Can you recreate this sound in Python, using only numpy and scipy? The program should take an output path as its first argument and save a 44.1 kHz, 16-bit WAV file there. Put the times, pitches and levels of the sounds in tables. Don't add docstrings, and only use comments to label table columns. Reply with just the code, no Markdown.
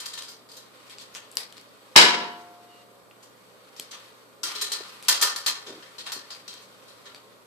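import sys
import numpy as np
from scipy import signal
from scipy.fft import rfft, irfft
from scipy.io import wavfile
from scipy.ndimage import uniform_filter1d

SR = 44100
rng = np.random.default_rng(int(sys.argv[2]) if len(sys.argv) > 2 else 0)


def write(x):
    x = np.atleast_2d(x).T
    wavfile.write(sys.argv[1], SR, np.round(np.clip(x, -1, 1) * 32767).astype(np.int16))

N = 329257

SIDES = np.array([[1], [-1]])


def from_db(db):
    return 10 ** (np.asarray(db) / 20)


def rms_one(x):
    return x / np.sqrt(np.mean(x ** 2) + 1e-20)


def at_hz(points, hz):
    table = np.array(points)
    return np.interp(np.log(hz), np.log(table[:, 0]), table[:, 1])


def drift(rate_hz):
    r = np.exp(-80 * np.pi * rate_hz / SR)
    white = rng.standard_normal(N // 40 + 2002)
    slow = signal.lfilter([1], [1, -2 * r, r * r], white)[2000:]
    return np.interp(np.arange(N) / 40, np.arange(len(slow)), rms_one(slow))


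def resonance(x, hz, width_hz):
    r = np.exp(-np.pi * width_hz / SR)
    zeros = np.array([1, 0, -1]) * (1 - r * r) / 2
    poles = [1, -2 * r * np.cos(2 * np.pi * hz / SR), r * r]
    return signal.lfilter(zeros, poles, x)


BANDS_HZ = 26 * 2 ** (np.arange(28) / 3)


def noise_bank(size, likeness, balance, humps=(), lines_db=0):
    hz = np.arange(size // 2 + 1) * SR / size
    crowd = uniform_filter1d(rng.standard_normal(len(hz)), size=max(1, 12 * size // SR))
    shape = from_db(lines_db * rms_one(crowd))
    for centre, width, db in humps:
        shape = shape * (1 + 1.37 * from_db(db) / (1 + (2 * (hz - centre) / width) ** 2))
    spectra = rfft(rng.standard_normal((2, 2, size))) * rms_one(shape)
    sources = irfft(spectra, size)
    bank = []
    for k, centre in enumerate(BANDS_HZ):
        edges = centre * 2 ** np.array([-1 / 6, 1 / 6])
        band_pass = signal.butter(2, edges, "band", fs=SR, output="sos")
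        mid, side = signal.sosfilt(band_pass, sources[k % 2])
        alike = np.clip(at_hz(likeness, centre), -1, 1)
        stereo = np.sqrt(1 + alike) * mid + np.sqrt(1 - alike) * side * SIDES
        bank.append(stereo * from_db(at_hz(balance, centre) / 2 * SIDES))
    return np.array(bank, dtype=np.float32)


def band_gains(colour, brightness_db=0, body_db=0):
    gains = from_db(at_hz(colour, BANDS_HZ))
    total = np.sqrt(np.sum(gains ** 2 * BANDS_HZ) * .46 / SR)
    treble = brightness_db * np.log2(np.maximum(BANDS_HZ, 2500) / 4000)
    body = body_db / (1 + (BANDS_HZ / 2300) ** 4) / (1 + (480 / BANDS_HZ) ** 4)
    return gains / total * from_db(treble + body)


# f/Hz, t60 / object's t60
DECAY_RATIO = [(100, 1.5), (400, 1.4), (1000, 1.25), (3000, 1.05), (6000, .84), (14000, .52)]
SWELL_DB_PER_DB, USUAL_RING_DB = 0.9, -11


def blows(events, shared, colour, bank, crack_s, delay_s, spread_db, rattle_db):
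    pan_db, favour_db, t60_s, swell_s = shared
    crack_len = 600
    size = int(np.clip(1.2 * t60_s, .05, 1) * SR)
    out = np.zeros((2, N + SR))
    t = np.arange(size, dtype=np.float32) / SR
    late = np.maximum(t - delay_s, 0)
    band_t60_s = t60_s * at_hz(DECAY_RATIO, BANDS_HZ)[:, None]
    dying = np.exp(-np.log(1000) / band_t60_s * late).astype(np.float32)
    edge = t[:crack_len] / crack_s
    crack_envelope = np.minimum(1, 4 * edge) * np.exp(-edge)
    chance = rng.standard_normal((len(events), len(BANDS_HZ) + 1))
    rattle = np.append(from_db(rattle_db * drift(48)), np.ones(SR))

    for (s, peak_db, body_db, brightness_db, hz, ring_db), draw in zip(events, chance):
        at = round(s * SR)
        slower = from_db(SWELL_DB_PER_DB * max(ring_db - USUAL_RING_DB, 0))
        swell = 1 - np.exp(-late / (max(swell_s, 1e-4) * slower))
        gains = band_gains(colour, brightness_db, body_db) * from_db(spread_db * draw[1:])
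        gains = gains.astype(np.float32)
        start = int(abs(draw[0]) * 1e6) % (bank.shape[2] - size)
        noise = bank[:, :, start:start + size]
        ring = np.einsum("bt,bct->ct", gains[:, None] * dying, noise)
        ring = from_db(ring_db) * swell * rattle[at:at + size] * ring
        crack = crack_envelope * (gains @ noise[:, 0, :crack_len])
        width_hz = 0.055 * hz
        ring = ring + from_db(favour_db) * resonance(ring, hz, width_hz)
        crack = crack + from_db(favour_db) * resonance(crack, hz, width_hz)
        ring[:, :crack_len] += .7 * crack / np.abs(crack).max()
        out[:, at:at + size] += from_db(peak_db + pan_db / 2 * SIDES) * ring
    high_pass = signal.butter(4, 135, "high", fs=SR, output="sos")
    return signal.sosfilt(high_pass, out[:, :N] + 1e-18)


def rings(events, modes, modes_db, pan_db, lag_s):
    length_s = np.clip(max(mode[2] for mode in modes), .02, 1.5)
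    t = np.arange(int(length_s * SR)) / SR
    out = np.zeros((2, N + 2 * SR))
    hz, level_db, t60_s = np.transpose(modes)[:, :, None]
    fading = from_db(level_db + modes_db - 60 * t / t60_s) * np.minimum(1, t / .0004)
    tones = [np.sum(fading * np.sin(2 * np.pi * hz * (t - lag)), 0) for lag in (lag_s, 0)]
    for s, peak_db, *_ in events:
        out[:, round(s * SR):][:, :len(t)] += from_db(peak_db + pan_db / 2 * SIDES) * tones
    return out[:, :N]


# f/Hz, correlation
AIR_LIKENESS = [(60, 0.49), (180, 0.29), (540, 0.58), (1610, -0.1), (4820, -0.023), (14400, -0.046)]
# f/Hz, level/dB
AIR_BALANCE = [(60, 0), (240, 1), (930, -3.5), (3670, 2.5), (14400, -3)]
# f/Hz, width/Hz, level/dB (before a 1.37 gain)
WHINE = [(8030, 420, -3)]


def air_noise():
    return noise_bank(N, AIR_LIKENESS, AIR_BALANCE, WHINE, lines_db=2.5)


# f/Hz, level/dB per Hz (relative)
ROOM_COLOUR = [(15, -44), (25, -24), (59, -17), (109, -8.5), (162, -5), (243, 3), (353, -1), (473, 5.5),
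               (766, -6.5), (1080, -2.5), (1850, -13), (3910, -31), (6500, -22), (13700, -19.5),
               (14900, -30)]
ROOM_DB = -58
# f/Hz, level/dB (mean rms before stereo balance)
HUM = [(118.4, -72.5)]


def room_tone(bank):
    murmur = np.einsum("b,bct->ct", band_gains(ROOM_COLOUR), bank) * from_db(ROOM_DB)
    t = np.arange(N) / SR
    hum = np.zeros(N)
    for hz, db in HUM:
        hum += np.sqrt(2) * from_db(db + .7 * drift(3)) * np.sin(2 * np.pi * hz * t)
    return murmur + hum * from_db(1.2 * SIDES)


# t/s, level/dB
RUSTLE_LEVEL = [(0.0, -47), (0.4, -63.5), (0.65, -59.5), (0.95, -57), (1.68, -60), (2.4, -57),
                (2.62, -62.5), (2.77, -58.5), (2.95, -65), (3.8, -58.5), (4.06, -55), (4.3, -63.5),
                (4.43, -64), (4.5, -41.5), (4.85, -51.5), (6.2, -55.5), (7.06, -57.5), (7.46, -62.5)]
# f/Hz, level/dB per Hz (relative)
RUSTLE_COLOUR = [(710, -9), (1200, 3.5), (1850, -6), (2010, -2), (3030, -3), (4670, -2.5), (5590, -10.5),
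                 (14000, -17), (14900, -23)]


def rustle(bank):
    level_db = np.interp(np.arange(N) / SR, *np.transpose(RUSTLE_LEVEL))
    together = drift(25)
    hiss = np.zeros((2, N))
    for gain, band in zip(band_gains(RUSTLE_COLOUR)[15:], bank[15:]):
        grain = from_db(1.1 * together + 0.75 * drift(12))
        hiss += gain * grain * band[:, ::-1]
    return from_db(level_db + 0.37 * SIDES) * hiss


# t/s, level/dB, body/dB, brightness/dB, favoured f/Hz, ring/dB
TAPS = [(0.0014, -26, -7, -1, 3000, -13), (0.0572, -24.5, -3.5, 0, 4650, -13),
        (0.1329, -33, -3, -1.5, 3770, -7.5), (0.1759, -31, -1, -1.5, 3800, -9),
        (0.2228, -30, -6, -4, 4820, -13), (0.2817, -38.5, 0.5, -0.5, 4860, -6),
        (0.2988, -39, 4, 5.5, 4820, -17.5), (0.4886, -42, -4, -2, 4850, -10),
        (0.5165, -37, -5, 0, 4830, -11), (0.5656, -47.5, 4, 3.5, 3930, -1),
        (0.8972, -40, -14, -14, 2220, -5), (1.01, -38, -1, 0, 3500, -13.5), (1.140, -41, -9, 0, 3140, -9),
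        (1.1502, -36.5, -1.5, -14.5, 2720, -9), (3.2267, -43.5, 3, -0.5, 7000, -11.5),
        (3.7637, -38.5, 2, 0, 5360, -11), (3.911, -31, -5, -3, 6030, -11.5),
        (3.926, -39.5, -4.5, -21, 3500, -9.5), (4.4324, -18.5, -4.5, -2, 1420, -7),
        (4.5509, -29, -9, -6.5, 4130, -2.5), (4.612, -18, -3, 0, 4000, -9.5),
        (4.7183, -17, -3.5, -0.5, 4070, -12.5), (4.7392, -25, 5, -4, 4470, -14),
        (4.8346, -33, -2, -6, 1280, -15), (5.0834, -7, 2.5, 2, 1510, -11.5),
        (5.0961, -9, 0.5, -2.5, 4500, -14), (5.2125, -17, 2.5, 2.5, 1780, -6.5),
        (5.2235, -8.5, 4.5, 0.5, 1270, -13), (5.3612, -16, 5.5, 1, 4430, -18),
        (5.462, -14, 2, 0, 4140, -9.5), (5.6644, -37, -1.5, -5.5, 3580, -2),
        (5.8251, -40, -4, -11, 1780, -8), (5.9822, -33.5, -4, -4.5, 4200, -4),
        (6.062, -31.5, 0.5, -6, 3800, -4), (6.119, -25, 6.5, 1.5, 4300, -10),
        (6.304, -30, -2.5, -6, 4730, -11.5), (6.4793, -27.5, -14, -5.5, 4140, -11.5),
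        (6.5292, -34, -5, -9, 4390, -12), (6.6178, -43.5, 0, 0, 1110, -12),
        (6.878, -51.5, 1, -1.5, 4000, 0), (7.055, -44, 3, -8, 3870, -3.5)]
# f/Hz, width/Hz, level/dB (before a 1.37 gain)
TAP_HUMPS = [(1385, 18, -5), (1776, 44, 0), (3186, 29, 7), (3915, 28, -5), (4100, 32, -0.5),
             (4460, 290, -13), (5100, 40, -5), (6130, 21, -18)]
# f/Hz, level/dB per Hz (relative)
TAP_COLOUR = [(180, -23.5), (300, -16), (416, -10.5), (749, -13.5), (941, -2), (1490, -3), (1810, -5.5),
              (2900, -2), (4450, 5), (5900, 2.5), (8970, -0.5), (10100, -10), (13700, -6), (14900, -20)]
# f/Hz, correlation
TAP_LIKENESS = [(60, 0.26), (180, 0.61), (540, 0.74), (1610, 0.13), (4820, -0.22), (14400, 0.3)]
# f/Hz, level/dB
TAP_BALANCE = [(60, 7), (180, -5.5), (540, -3), (1610, -3.5), (4820, -1), (14400, -15.5)]
# left over right/dB, favoured-mode lift/dB, base t60/s, base swell/s
TAP_RING = (4.3, 1.3, .36, 0.0015)


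def wire_taps():
    modes = noise_bank(2 * SR, TAP_LIKENESS, TAP_BALANCE, TAP_HUMPS, lines_db=4.5)
    return blows(TAPS, TAP_RING, TAP_COLOUR, modes,
                 crack_s=0.0014, delay_s=0.00017, spread_db=1.1, rattle_db=1.5)


# t/s, level/dB, body/dB, brightness/dB, favoured f/Hz, ring/dB
TICKS = [(0.2225, -24.5, -13, -4, 4800, -18), (0.8676, -41, 0, -6, 3970, -14),
         (0.8974, -32, -4, 0, 3520, -19.5), (1.15, -21.5, -10, -4.5, 6300, -19.5),
         (1.315, -30.5, -17, 3.5, 7800, -31), (1.326, -35, -15, -1, 4750, -27),
         (1.3548, -29, -9, 10, 4940, -38), (1.3835, -27, 10, -8, 2510, -28),
         (1.5248, -28.5, 5, -4, 4110, -26), (1.5687, -32, 0, -6, 4410, -20),
         (1.580, -32, -6, -11, 5000, -25), (1.612, -36.5, -6, 1, 4360, -24),
         (3.111, -36, -5, -25, 2780, -29.5), (3.7973, -15.5, -8, -3.5, 3100, -26),
         (4.8834, -32, -2, -5, 5030, -18), (5.026, -26.5, 3, -2, 8510, -21),
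         (5.051, -33, -5, -8, 5660, -16), (6.349, -30.5, 11, -2, 1140, -20.5),
         (6.5392, -28.5, 0, 0, 4520, -26.5), (7.147, -26, -1, -8.5, 4620, -24.5)]
# t/s, level/dB, body/dB, brightness/dB, favoured f/Hz, ring/dB
CLICKS = [(0.9843, -30.5, -16, -7, 4530, -13), (1.3702, -10.5, 6.5, 0.5, 4950, -26)]
# f/Hz, level/dB (relative), t60/s
JAW_MODES = [(2920, -6, 0.012), (4800, 1, 0.0079), (7400, 0, 0.0093), (8800, -16, 0.018),
             (10400, -31, 0.012)]
# f/Hz, level/dB per Hz (relative)
JAWS_COLOUR = [(180, -36), (300, -10), (800, -12), (1150, -13), (2910, -4.5), (3840, -2.5), (6370, -5),
               (7620, -3), (13100, -6), (14900, -26)]
# left over right/dB, favoured-mode lift/dB, base t60/s, base swell/s
DRY_RING = (2, 3.1, .32, 0.0032)


def jaw_clicks(air):
    contacts = blows(CLICKS + TICKS, DRY_RING, JAWS_COLOUR, air,
                     crack_s=0.0012, delay_s=0.0025, spread_db=2.0, rattle_db=1.64)
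    return contacts + rings(CLICKS, JAW_MODES, modes_db=-5, pan_db=8.0, lag_s=.00003)


# t/s, level/dB, body/dB, brightness/dB, favoured f/Hz, ring/dB
DROP = [(1.9565, -21.5, 2.5, -10.5, 900, -12), (1.961, 0.5, -3.5, 3, 4900, -9),
        (1.977, 2.5, -4.5, 0, 4100, -18.5), (2.029, -10, -1.5, -2.5, 3980, -13)]
# f/Hz, level/dB (relative), t60/s
HOUSING_MODES = [(239, -12, 1), (323, -17, 1.4), (434, -5.5, .5), (707, -11.5, 1.97), (885, -7.5, 1.07),
                 (980, -1, 0.78), (975, -3.5, 0.73), (1100, -12, 1.1), (1270, -8, .4), (1367, -11, 1.1),
                 (1498, -6, 0.79), (1687, -1, 0.34), (1780, -9.5, 0.37), (1940, -6.5, .33),
                 (2070, 2.5, 0.39), (2185, -6, 0.43), (2510, -7, .45), (2850, -8.5, 0.4),
                 (3100, -10.5, .35), (3720, -7, .35), (3940, -6, .35), (3950, -7.5, .35), (4911, -9, .3),
                 (7100, -16, .25), (7300, -10.5, .25)]
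# f/Hz, width/Hz, level/dB (before a 1.37 gain)
HOUSING_HUMPS = [(960, 58, 7), (1690, 110, -5.5), (2210, 29, 1.5), (2460, 16, -9), (2930, 340, -4),
                 (3320, 110, -19), (3900, 110, -5), (3860, 38, -5.5), (4770, 22, -5), (4950, 26, -6),
                 (5240, 87, -0.5), (7240, 27, -15), (7350, 31, -4), (7890, 26, -10)]
# f/Hz, level/dB per Hz (relative)
HOUSING_COLOUR = [(47, -83), (95, -46.5), (168, -11.5), (255, -14.5), (431, -5.5), (744, -13), (968, -2.5),
                  (1200, -6.5), (1750, -4), (2370, -9.5), (4010, -6.5), (5690, -15), (7900, -19),
                  (14900, -41.5)]
# f/Hz, correlation (clipped to +-1)
HOUSING_LIKENESS = [(60, 0.25), (180, 1), (540, 0.48), (1610, -0.27), (4820, -0.12), (14400, 0.9)]
# f/Hz, level/dB
HOUSING_BALANCE = [(60, 0.5), (180, 0), (540, -1.5), (1610, -2), (4820, 0.5), (14400, -8.5)]
# left over right/dB, favoured-mode lift/dB, base t60/s, base swell/s (floored at 1e-4)
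HOUSING_RING = (2.4, -2, 0.51, -0.0033)


def tool_drop():
    housing = noise_bank(2 * SR, HOUSING_LIKENESS, HOUSING_BALANCE, HOUSING_HUMPS, lines_db=2.5)
    drop = blows(DROP, HOUSING_RING, HOUSING_COLOUR, housing,
                 crack_s=0.002, delay_s=.0002, spread_db=1.3, rattle_db=1.34)
    return drop + rings(DROP[1:2], HOUSING_MODES, modes_db=-21, pan_db=1.0, lag_s=.0001)


# t/s, length/s, level/dB, start f/Hz, end f/Hz, breadth/Hz
WHISTLES = [(2.269, .12, -54.5, 3240, 2800, 10), (2.67, 0.18, -61, 2870, 2860, 113)]


def whistles():
    out = np.zeros(N)
    for s, length_s, db, start_hz, end_hz, breadth_hz in WHISTLES:
        gone = np.linspace(0, 1, int(length_s * SR))
        at = slice(round(s * SR), round(s * SR) + len(gone))
        hz = start_hz + (end_hz - start_hz) * gone ** 1.3 + breadth_hz * drift(450)[at]
        envelope = np.sin(np.pi * gone) ** 0.68 * from_db(1.5 * drift(40)[at])
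        tone = np.sin(2 * np.pi * np.cumsum(hz) / SR)
        out[at] = np.sqrt(2) * from_db(db) * envelope * tone
    return out


# t/s, peak level/dB, f/Hz, contact/s
KNOCKS = [(4.805, -33.5, 373, 0.0055), (5.658, -37, 375, 0.054), (5.685, -34.5, 330, 0.066),
          (5.771, -40, 350, .03), (6.155, -39.5, 320, 0.037)]


def finger_knocks():
    out = np.zeros(N + SR)
    t = np.arange(SR // 4) / SR
    noises = rng.standard_normal((len(KNOCKS), len(t)))
    for (s, peak_db, hz, contact_s), noise in zip(KNOCKS, noises):
        push = noise * t / contact_s * np.exp(-3 * t / contact_s)
        flex = resonance(resonance(push, hz, 230), hz, 240)
        out[round(s * SR):][:len(t)] += from_db(peak_db) * flex / np.abs(flex).max()
    return out[:N]


def scene():
    air = air_noise()
    background = room_tone(air) + rustle(air)
    strikes = wire_taps() + jaw_clicks(air) + tool_drop()
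    return background + strikes + whistles() + finger_knocks()


CUTOFF_HZ = 15000


def record(dry):
    low_pass = signal.cheby2(12, 60, CUTOFF_HZ * 1.03, fs=SR, output="sos")
    return signal.sosfilt(low_pass, np.clip(dry, -1, 1))


dry = scene()
out = record(dry)
write(out)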